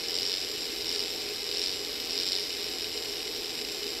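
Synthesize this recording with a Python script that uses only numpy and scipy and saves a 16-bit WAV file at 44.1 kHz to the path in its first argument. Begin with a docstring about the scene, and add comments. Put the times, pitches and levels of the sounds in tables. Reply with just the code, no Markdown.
"""Tattoo machine over a workbench

A rotary tattoo machine runs close by. Each turn of the motor knocks the loose linkage several times
and rings the metal frame. Four times a thumb presses on the arm, which then taps hard once a turn
while the motor speeds up. The motor's brushes hiss; a fan and faint electrical tones hum behind."""
import sys
import numpy as np
from scipy import signal
from scipy.fft import rfft, irfft
from scipy.io import wavfile

SR = 44100
rng = np.random.default_rng(int(sys.argv[2]) if len(sys.argv) > 2 else 0)


def to_wav(sig):
    """Store sig (one row per channel, or 1-D mono) as 16-bit WAV at the path in sys.argv[1].

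    Samples outside -1..1 are clipped; the rate is SR.
    """
    pcm = np.clip(np.atleast_2d(sig), -1, 1) * 32767
    pcm = np.round(pcm).astype(np.int16)
    wavfile.write(sys.argv[1], SR, pcm.T)  # frames by channels


N = 176400
IDLE_HZ = 83.05  # motor turns per second with no thumb on the arm


def undb(db):
    """Turn decibels into a plain multiplier."""
    return 10 ** (np.asarray(db) / 20)


def level(x, db):
    """Scale a sound to an average (RMS) level."""
    return x * undb(db) / np.sqrt(np.mean(x ** 2))


def smooth(x, seconds):
    """Follow a signal with a lag, rounding off sudden changes."""
    a = np.exp(-1 / (seconds * SR))
    return signal.lfilter([1 - a], [1, -a], x)


def drift(rate_hz):
    """Random wandering of typical size 1, with little motion faster than the given rate."""
    hz = np.arange(N // 2 + 1) * SR / N
    return level(irfft(rfft(rng.standard_normal(N)) * np.exp(-(hz / rate_hz) ** 2), N), 0)


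def colour(x, points, resonances=()):
    """Filter a sound with a broad tone curve plus ringing peaks."""
    f = np.maximum(np.arange(N + 1) * SR / (2 * N), 1)
    hz, db = np.array(points).T
    power = undb(np.interp(np.log(f), np.log(hz), db)) ** 2
    for centre, width, peak_db in resonances:
        power += (undb(peak_db) / (1 + (2 * (f - centre) / width) ** 2)) ** 2
    # build the filter so that it rings after a hit, never before
    cepstrum = irfft(np.log(power) / 2)[:N]
    cepstrum[1:] *= 2
    return irfft(rfft(x, 2 * N) * np.exp(rfft(cepstrum, 2 * N)))[:N]


def clicks(times, sizes):
    """Sharp clicks at the given times, even between samples."""
    at = times[:, None] * SR
    nearby = np.floor(at).astype(int) + np.arange(-3, 5)
    inside = (nearby >= 0) & (nearby < N)
    return np.bincount(nearby[inside], (sizes[:, None] * np.sinc(nearby - at))[inside], N)


def grit(per_s):
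    """Many tiny contacts at random moments."""
    return (rng.random(N) < per_s / SR) * rng.standard_normal(N)


def blows(times, sizes, jitter_s, scatter_db, bounce_db, bounce_s=.0014, scrape_s=.012):
    """Uneven metal hits, each followed by a bounce and a brief scrape."""
    late, strength, delay, rebound = rng.standard_normal((400, 4))[:len(times)].T
    times = times + jitter_s * late
    sizes = sizes * undb(scatter_db * np.clip(strength, -2, 1.3))
    bounce_times = times + bounce_s * np.exp(.5 * delay)
    bounce_sizes = sizes * np.tanh(2 * rebound) * undb(bounce_db)
    hits = clicks(times, sizes) + clicks(bounce_times, bounce_sizes)
    fade = np.sqrt(smooth(hits ** 2, scrape_s / (2 * np.log(1000))))  # falls 60 dB in scrape_s
    return hits + undb(-4) * fade * rng.standard_normal(N)


# tone curve of the fan's rushing air (frequency [Hz], relative level [dB])
FAN_COLOUR = [(20, -19.5), (45, -16.5), (110, -14.5), (215, -16.5), (245, -6), (290, -6.5), (335, -2),
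              (385, -6.5), (490, -8.5), (555, -24), (800, -19.5), (950, -20), (2000, -32), (8000, -36)]
# ringing peaks of the fan's housing (frequency [Hz], width [Hz], relative level [dB])
HOUSING_PEAKS = [(419.6, 38, 3), (476, 28, -2), (532, 42, -8.5), (577.5, 9.1, -5.5), (608.7, 23, -6.5),
                 (662, 20, -9), (754, 57, -8.5), (824, 53, -12.5)]
def fan():
    """A fan's rushing air drones in its housing."""
    return level(colour(rng.standard_normal(N), FAN_COLOUR, HOUSING_PEAKS), -43.5)


# tone curve of the room's background noise (frequency [Hz], relative level [dB])
AIR_COLOUR = [(20, 3), (85, 5.5), (200, 4), (420, 4), (800, -1), (1400, 0), (2200, -81), (6000, -43)]
def room_air():
    """Low room noise, opposite in the left and right channels so that it sounds wide."""
    air = level(colour(rng.standard_normal(N), AIR_COLOUR), -59)
    return air * np.array([[1], [-1]])


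# steady electrical tones (frequency [Hz], level [dB])
HUM_TONES = [(49, -65), (59, -68), (409.3, -53), (413.1, -54.5), (467.5, -55.5), (1872, -65), (2105, -61.5),
             (7768, -59.5), (9848, -73), (10180, -75)]
def electrical_hum(t):
    """Faint tones waver slightly; two lie so close in pitch that they throb."""
    return sum(undb(db) * np.sqrt(2) * np.sin(2 * np.pi * hz * t + .79 * drift(3.5))
               for hz, db in HUM_TONES)


# tone curve of the brushes' hiss (frequency [Hz], relative level [dB])
HISS_COLOUR = [(8000, -19), (10300, -6), (11300, -20), (12000, -10), (12450, 2), (13000, 4), (14000, 1)]
# breathy whistles of the brushes (frequency at idle [Hz], width [Hz], level on the right [dB])
BRUSH_WHISTLES = [(13800, 220, -55), (13740, 30, -59)]
def brushes(t, turns, force):
    """The brushes hiss; their whistle rises with speed and their sizzle ebbs under the thumb."""
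    hiss = level(colour(grit(per_s=5000), HISS_COLOUR), -48)
    extra_cycles = 35 * (turns - IDLE_HZ * t)  # 35 Hz higher for each extra turn per second
    whistle = sum(level(drift(width) * np.sin(2 * np.pi * (hz * t + extra_cycles)), db)
                  for hz, width, db in BRUSH_WHISTLES)
    sizzle = level(drift(790) * np.sin(2 * np.pi * 11470 * t), -53.5) * undb(-10 * force)
    pulse = 1 + .16 * np.cos(2 * np.pi * turns)  # swells once a turn
    mostly_right = np.array([[undb(-12.5)], [1]])
    return (hiss + whistle + sizzle) * pulse * mostly_right


# tone curve of the rotor's whirr (frequency [Hz], relative level [dB])
ROTOR_COLOUR = [(200, -22), (600, -8.5), (1200, 2.5), (1800, 2), (2600, -2), (6000, -5), (12000, -13)]
def rotor():
    """The spinning part of the motor makes a steady rush."""
    return level(colour(rng.standard_normal(N), ROTOR_COLOUR), -50)


# loudness of the thin high ring (time [s], level [dB])
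RING_LEVELS = [(0, -54.5), (2.4, -54), (2.9, -53.5), (3.4, -54), (4, -54)]
def high_ring(t, rattle, pitch_hz=7452, width_hz=220):
    """The rattle shakes up a thin high ring whose loudness wanders a little."""
    ring = colour(rattle, [(100, -60), (14000, -60)], [(pitch_hz, width_hz, 0)])
    loudness_db = np.interp(t, *np.array(RING_LEVELS).T) + 2 * drift(6.4)
    return level(ring, 0) * undb(loudness_db)


# presses of the thumb (start [s], end [s], relative tap level [dB])
THUMB_PRESSES = [(0.069, .39, 0), (0.849, 1.052, -1), (1.497, 1.728, 0), (2.102, 2.421, -0.5)]
def thumb(t, attack_s=.15, release_s=.072, speed_up_hz=12, inertia_s=.145):
    """The thumb's force on the arm, and the motor speed that climbs with a lag during each press."""
    force, held = np.zeros(N), np.zeros(N)
    for start, end, db in THUMB_PRESSES:
        push = np.clip((t - start) / attack_s + .35, 0, 1)
        let_go = np.clip((end - t) / release_s + .5, 0, 1)
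        force += undb(db) * push * let_go
        held += (t > start) & (t < end)
    speed_hz = IDLE_HZ + speed_up_hz * smooth(held, inertia_s) + .1465 * drift(6.02)
    return force, speed_hz


def turn_times(t, turns, share):
    """The moments when the motor is a given share of the way through each turn."""
    return np.interp(np.arange(int(turns[-1])) + share, turns, t)


# knocks within one turn of the motor (position [share of a turn], relative level [dB])
TURN_KNOCKS = [(0, 4.5), (.07, 2.5), (0.191, -9.5), (0.378, -5), (0.538, 1.5), (0.778, -6)]
# tone curve of the knocks (frequency [Hz], boost [dB])
KNOCK_COLOUR = [(500, -1), (1500, -4), (2500, 4.5), (3100, 2.5), (5300, 0), (7000, -0.5), (13000, 0)]
# tone curve of the fine chatter (frequency [Hz], boost [dB])
CHATTER_COLOUR = [(500, 1.5), (1700, 6.5), (2400, 5.5), (3100, 1), (5300, 0), (7000, 0.5), (13000, 0.5)]
# slow changes in the rattle's loudness (time [s], boost [dB])
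RATTLE_LEVELS = [(0, -1), (.7, 0.1), (1.3, 0.1), (1.9, -0.5), (2.55, 0), (2.9, -0.5), (3.3, -0.55), (4, -1)]
def linkage(t, turns, force):
    """The loose linkage knocks several times a turn, with fine chatter that grows under the thumb."""
    knocks = sum(blows(turn_times(t, turns, share), undb(db),
                       jitter_s=.00014, scatter_db=3.86, bounce_db=-5) for share, db in TURN_KNOCKS)
    chatter = level(grit(per_s=3000), -40.5) * undb(2.5 * force)
    rattle = colour(level(knocks, -38.5), KNOCK_COLOUR) + colour(chatter, CHATTER_COLOUR)
    return rattle * undb(np.interp(t, *np.array(RATTLE_LEVELS).T))


# tone curve of the arm's taps (frequency [Hz], boost [dB])
TAP_COLOUR = [(500, 7), (2300, -16), (2750, -6.5), (3030, 0.5), (3400, 1), (4000, 0), (5200, 2.5),
              (7000, -9), (13000, 2)]
def arm_taps(t, turns, force):
    """The pressed arm taps once a turn, harder the more the thumb pushes."""
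    times = turn_times(t, turns, 0)
    taps = blows(times, np.interp(times, t, force), jitter_s=.00005, scatter_db=2, bounce_db=-14)
    average_force = np.sqrt(np.mean(force ** 2))
    return colour(level(taps, -34) * average_force, TAP_COLOUR)


# tone curve of the broad click under the ringing (frequency [Hz], relative level [dB])
CLICK_COLOUR = [(100, -46), (600, -32.5), (1200, -25.5), (2100, -14.5), (4000, -13), (6400, -18.5),
                (7000, -19.5), (10000, -24), (14000, -36.5)]
# ringing peaks of the metal frame and arm (frequency [Hz], width [Hz], relative level [dB])
FRAME_PEAKS = [(2595, 280, -9), (2993, 240, -5.5), (3480, 410, -5), (3896, 480, -3), (4450, 550, -3.5),
               (4930, 560, -2.5), (5195, 590, -1.5), (5366, 240, 1), (5504, 120, 0.5), (5970, 440, -11),
               (8520, 570, -17.5)]
def frame(hits):
    """Every hit rings the same metal frame, which changes the tone but keeps the overall level."""
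    return level(colour(hits, CLICK_COLOUR, FRAME_PEAKS), 0) * np.std(hits)


def bench_echo(machine, fade_s=.032):
    """The workbench throws back a short blurred echo that falls 60 dB in fade_s."""
    t = np.arange(SR // 2) / SR
    echo = rng.standard_normal(len(t)) * np.exp(-np.log(1000) * t / fade_s)
    return undb(-8) * signal.fftconvolve(machine, echo / np.linalg.norm(echo))[:N]


def scene(left_lag_s=.000005):
    """The machine and its echo reach the right side just before the left; the room hums behind."""
    t = np.arange(N) / SR
    force, speed_hz = thumb(t)
    turns = np.cumsum(speed_hz) / SR
    rattle = frame(linkage(t, turns, force) + arm_taps(t, turns, force))
    machine = rattle + high_ring(t, rattle) + rotor()
    right = machine + bench_echo(machine)
    hz = np.arange(N // 2 + 1) * SR / N
    left = irfft(rfft(right) * np.exp(-2j * np.pi * hz * left_lag_s), N)
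    return np.array([left, right]) + brushes(t, turns, force) + fan() + room_air() + electrical_hum(t)


def record(dry):
    """A steep filter cuts the highest treble, above 14250 Hz."""
    return signal.sosfilt(signal.ellip(12, .2, 80, 14250, fs=SR, output="sos"), dry)


dry = scene()
out = record(dry)
to_wav(out)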